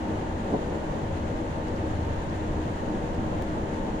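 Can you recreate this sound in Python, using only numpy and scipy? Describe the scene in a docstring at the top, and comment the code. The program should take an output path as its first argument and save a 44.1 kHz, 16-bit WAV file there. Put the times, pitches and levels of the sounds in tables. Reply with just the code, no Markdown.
"""Inside a bus cruising on a wet road. A six-cylinder diesel drones, its deep hum swells and fades,
and the meshing teeth of two gears whine. The tyres rumble and make the cabin ring and boom,
while air and spray hiss along the window on the left. Bumps shake the body panels into thuds,
a few faint ticks sound near the glass, and one sharp click comes near the end."""
import sys
import numpy as np
from scipy import signal
from scipy.fft import rfft, irfft
from scipy.io import wavfile
from scipy.ndimage import uniform_filter1d

SR = 44100
rng = np.random.default_rng(int(sys.argv[2]) if len(sys.argv) > 2 else 0)


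def unload_audio(sound):
    """Save the sound as a 16-bit wav file, at the path given as the first command line argument."""
    columns = np.transpose(np.atleast_2d(sound))
    # keep every value between -1 and 1, then stretch to whole-number steps
    steps = np.round(np.clip(columns, -1, 1) * 32767)
    wavfile.write(sys.argv[1], SR, steps.astype(np.int16))


N = 176400


def undb(db):
    return 10 ** (np.asarray(db) / 20)


def unit(x):
    return x / np.sqrt(np.mean(x ** 2))


def freqs():
    return np.maximum(np.arange(N // 2 + 1) * SR / N, 1)


def contour(points):
    """Join (pitch_hz, value) points into a curve over all pitches."""
    hz, value = np.array(points).T
    return np.interp(np.log(freqs()), np.log(hz), value)


def fade(t, points):
    """Join (time_s, level_db) points into a changing volume."""
    return undb(np.interp(t, *np.array(points).T))


def mode(hz, width_hz):
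    """How something that rings at one pitch responds to each frequency."""
    f = freqs()
    return 1 / (1 + 1j * (f * f - hz * hz) / (f * width_hz))


def resonance(hz, width_hz):
    """The same ringing applied twice, for a steeper peak."""
    return mode(hz, width_hz) ** 2


def shape(x, gain):
    """Filter a sound, then set its average strength to 1."""
    return unit(irfft(rfft(x) * gain, N))


def walk(rate_hz):
    """Smooth random motion, about 1 in size."""
    return shape(rng.standard_normal(N), 1 / (1 + (freqs() / rate_hz) ** 4))


def diffuse():
    """Noise from all round the cabin: alike on both sides in the bass, unrelated in the treble."""
    # how alike left and right are (1 same, -1 opposite): pitch_hz, likeness
    likeness = [(100, 0.99), (200, 0.94), (380, 0.93), (500, 0.76), (630, 0.23), (900, 0.0059),
                (1100, -0.42), (1300, -0.61), (1800, .25), (2400, -0.08), (3200, 0.1), (5000, -0.042)]
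    alike = np.clip(contour(likeness), -.99, .995)
    mid, side = rfft(rng.standard_normal((2, N))) * np.sqrt([1 + alike, 1 - alike])
    return irfft(np.array([mid + side, mid - side]), N)


def lean():
    """Left and right volumes that tip each pitch to one side."""
    # how much louder the left side is: pitch_hz, difference_db
    left_lead = [(60, 2), (150, 0), (300, 1), (550, 5.5), (800, -1), (1100, -3)]
    return undb(np.array([[1], [-1]]) * contour(left_lead) / 2)


def shaft_tones(shaft_hz, tones, flutter_db):
    """Tones locked to one turning shaft, each fluttering in level."""
    turn = 2 * np.pi * np.cumsum(shaft_hz) / SR
    out = 0
    for multiple, db, lead in tones:
        phase = multiple * turn + rng.uniform(0, 2 * np.pi) + np.array([[lead], [-lead]]) / 2
        out += undb(db) * unit(np.sin(phase) * undb(flutter_db * walk(6.7)))
    return out


def engine_drone(t, cycle_hz):
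    """The diesel's repeating firings make a drone that grows louder under load."""
    # engine tones: multiple of the cycle rate, level_db, left_lead_rad
    tones = [(1, -43.5, -1), (2, -45.5, -1), (10, -48.5, 0), (24, -40, 0.34), (30, -52, 0), (48, -56, 2.5),
             (54, -61, -0.5), (72, -53.5, -2.5)]
    # how hard the engine works: time_s, gain_db
    load = [(0, -3.5), (1.4, -0.5), (2.3, 1), (3.2, 1.5), (4, 0)]
    return undb(-.5) * shaft_tones(cycle_hz, tones, flutter_db=3) * fade(t, load)


def engine_hum(t, cycle_hz):
    """Two deep engine tones, one at the firing rate, swell and fade together."""
    # deep tones: multiple of the cycle rate, relative_db, left_lead_rad
    tones = [(6, 0.66, 0), (8, -1.9, 0)]
    # loudness of the hum: time_s, level_db
    swells = [(0, -45.5), (.8, -46.5), (1.08, -43), (1.6, -45), (1.9, -37.5), (2.13, -32.5), (2.24, -46),
              (2.45, -37), (2.58, -35), (2.68, -45.5), (3, -45.5), (3.27, -41), (4, -47)]
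    return shaft_tones(cycle_hz, tones, flutter_db=1.4) * fade(t, swells)


def gear_whine(t):
    """Two gears whine at the rate their teeth meet and an octave above."""
    # the gears under load: time_s, tooth_rate_hz, gain_db
    run = [(0, 451.5, 3), (.45, 451.2, 0), (1.1, 449.2, -1), (1.5, 451, -0.5), (2.3, 448.8, -1.5),
           (3.1, 449.5, -1.5), (3.6, 447.4, 0), (3.85, 448.7, 4), (4, 444.5, 5)]
    # whine tones: multiple of the tooth rate, level_db, left_lead_rad
    tones = [(1, -56, 0.93), (2, -48.5, -1.27)]
    times, rates, db = np.array(run).T
    tooth_hz = np.interp(t, times, rates) * (1 + .00396 * walk(12.8))
    return shaft_tones(tooth_hz, tones, flutter_db=3) * undb(np.interp(t, times, db))


def tyre_rumble():
    """Tyres rolling on the road make a low, broad noise."""
    # tone colour of the rumble: pitch_hz, relative_db
    colour = [(8, -8), (20, -4), (40, -1), (60, -6), (90, -5), (120, -7), (170, -5.5), (260, -6.5),
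              (380, -8), (500, -11.5), (600, -8), (720, -12), (930, -12.5), (1100, -18), (1500, -28),
              (3000, -64)]
    return undb(-32) * shape(diffuse(), undb(contour(colour)) * lean())


def cabin_ring(t):
    """The road's shaking makes the cabin ring at its own pitches."""
    # cabin resonances: pitch_hz, width_hz, level_db
    rings = [(151.7, 10.8, -45), (193, 11.7, -45.5), (218.9, 9.4, -43), (248.9, 12, -44), (327, 28, -45.5),
             (479.2, 20.3, -46), (547.2, 22.6, -46.5), (768, 30, -50.5)]
    # strength of the ringing: time_s, gain_db
    strength = [(0, -1), (1.0, -1), (1.7, .5), (2.75, -3.5), (2.95, 4), (3.25, 0.5), (3.5, -1), (4, 1)]
    ringing = sum(undb(db) * shape(diffuse(), resonance(hz, width) * lean()) for hz, width, db in rings)
    return ringing * fade(t, strength)


def cabin_boom(t):
    """The road also stirs one deep, wide resonance of the cabin."""
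    # loudness of the boom: time_s, level_db
    swells = [(0, -38), (.85, -42.5), (1.08, -37), (1.55, -40.5), (2.1, -40), (2.55, -40), (2.95, -46),
              (3.27, -36), (3.6, -42.5), (4, -43.5)]
    return shape(diffuse(), resonance(hz=90.5, width_hz=32.4) * lean()) * fade(t, swells)


def spray_hiss(flicker_db=.5):
    """Air and spray rush along the bus, brighter on the window side."""
    # hiss by the window (left): pitch_hz, relative_db
    window_colour = [(500, -20.5), (1200, -2.5), (1650, -0.5), (1950, -3), (2350, -9), (2950, -8),
                     (3500, -12), (4200, -14), (5000, -19), (5600, -19.5), (6150, -15.5), (6450, -17.5),
                     (7000, -14), (7600, -22), (9000, -25), (11000, -34.5), (15000, -40)]
    # hiss by the aisle (right): pitch_hz, relative_db
    aisle_colour = [(500, -21), (1250, 1), (1900, -1.5), (2200, -5.5), (2800, -9.5), (3500, -14),
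                    (5000, -22), (6150, -22), (6500, -25.5), (8000, -27.5), (11000, -36.5), (15000, -59)]
    left, right = diffuse()
    window = undb(-44) * shape(left, undb(contour(window_colour)))
    aisle = undb(-46) * shape(right, undb(contour(aisle_colour)))
    return np.array([window, aisle]) * undb(flicker_db * walk(15))


def bump_thuds(t, rise_s=.018, fall_s=.023, knock_db=5.5, low_cut_hz=180):
    """A wheel meets a bump: the panels start to shudder, take one soft knock and settle."""
    # bumps (a lower top sounds softer): peak_s, level_db, top_hz
    bumps = [(.540, -20.5, 1000), (.685, -33, 1000), (.720, -32.5, 900), (2.926, -30.5, 398)]
    # ringing body panels: pitch_hz, width_hz, relative_db
    panel_rings = [(224, 22, 3.5), (260, 35, -3), (320, 52, -0.5), (373, 45, -2.5), (477, 22, -7),
                   (553, 21, -2), (655, 19, -2.5), (990, 32, -8)]
    panels = sum(undb(db) * mode(hz, width) for hz, width, db in panel_rings)
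    panels = panels * lean() / (1 + (low_cut_hz / freqs()) ** 8)
    out = 0
    for peak_s, db, top_hz in bumps:
        body = panels / (1 + (freqs() / top_hz) ** 8)
        shudder = shape(diffuse(), np.abs(body))
        power = uniform_filter1d(np.mean(shudder ** 2, axis=0), size=700)
        shudder /= np.sqrt(power)  # even it out, so the swell sets its outline
        knock = irfft(body * np.exp(-2j * np.pi * freqs() * peak_s), N)  # one blow at peak_s
        swell = np.exp(-np.maximum((peak_s - t) / rise_s, (t - peak_s) / fall_s))
        out += undb(db) * (shudder * swell + undb(knock_db) * knock / np.abs(knock).max())
    return out


def window_ticks(t, right_db=-11):
    """Fittings or drops tick by the window, each a tiny burst of high noise."""
    # faint ticks: start_s, level_db, pitch_hz, decay_s
    ticks = [(1.682, -48, 4800, .003), (1.762, -45, 5000, 0.0032), (2.297, -49, 4500, .004),
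             (3.147, -48, 5200, .004)]
    out = 0
    for start_s, db, hz, decay_s in ticks:
        body = resonance(hz, width_hz=.52 * hz)
        burst = rng.standard_normal((2, N)) * (t >= start_s) * np.exp(-np.abs(t - start_s) / decay_s)
        out += undb(db) * irfft(rfft(burst) * body, N) / np.sqrt(np.mean(np.abs(body) ** 2))
    return out * undb([[0], [right_db]])


def click(t, start_s=3.42328, level_db=-25.5, decay_s=.00022):
    """One sharp, dry click near the end: a sudden jump that dies at once."""
    return undb(level_db) * (t >= start_s) * np.exp(-np.abs(t - start_s) / decay_s)


def scene():
    t = np.arange(N) / SR
    firing_hz, cylinders = 77.96, 6
    cycle_hz = firing_hz / cylinders * (1 + .0026 * walk(2.4))  # each cylinder fires once a cycle
    machinery = engine_drone(t, cycle_hz) + engine_hum(t, cycle_hz) + gear_whine(t)
    rumble = tyre_rumble() + cabin_ring(t)
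    boom = cabin_boom(t)
    surface_db = .52 * walk(3.4) + .69 * walk(15)  # the road surface makes the rumble swell and flicker
    road = rumble * undb(surface_db) + boom
    return machinery + road + spray_hiss() + bump_thuds(t) + window_ticks(t) + click(t)


def record(dry, top_hz=15500):
    """Cut away the very highest treble."""
    return signal.sosfilt(signal.ellip(10, .2, 80, top_hz, fs=SR, output="sos"), dry)


dry = scene()
out = record(dry)
unload_audio(out)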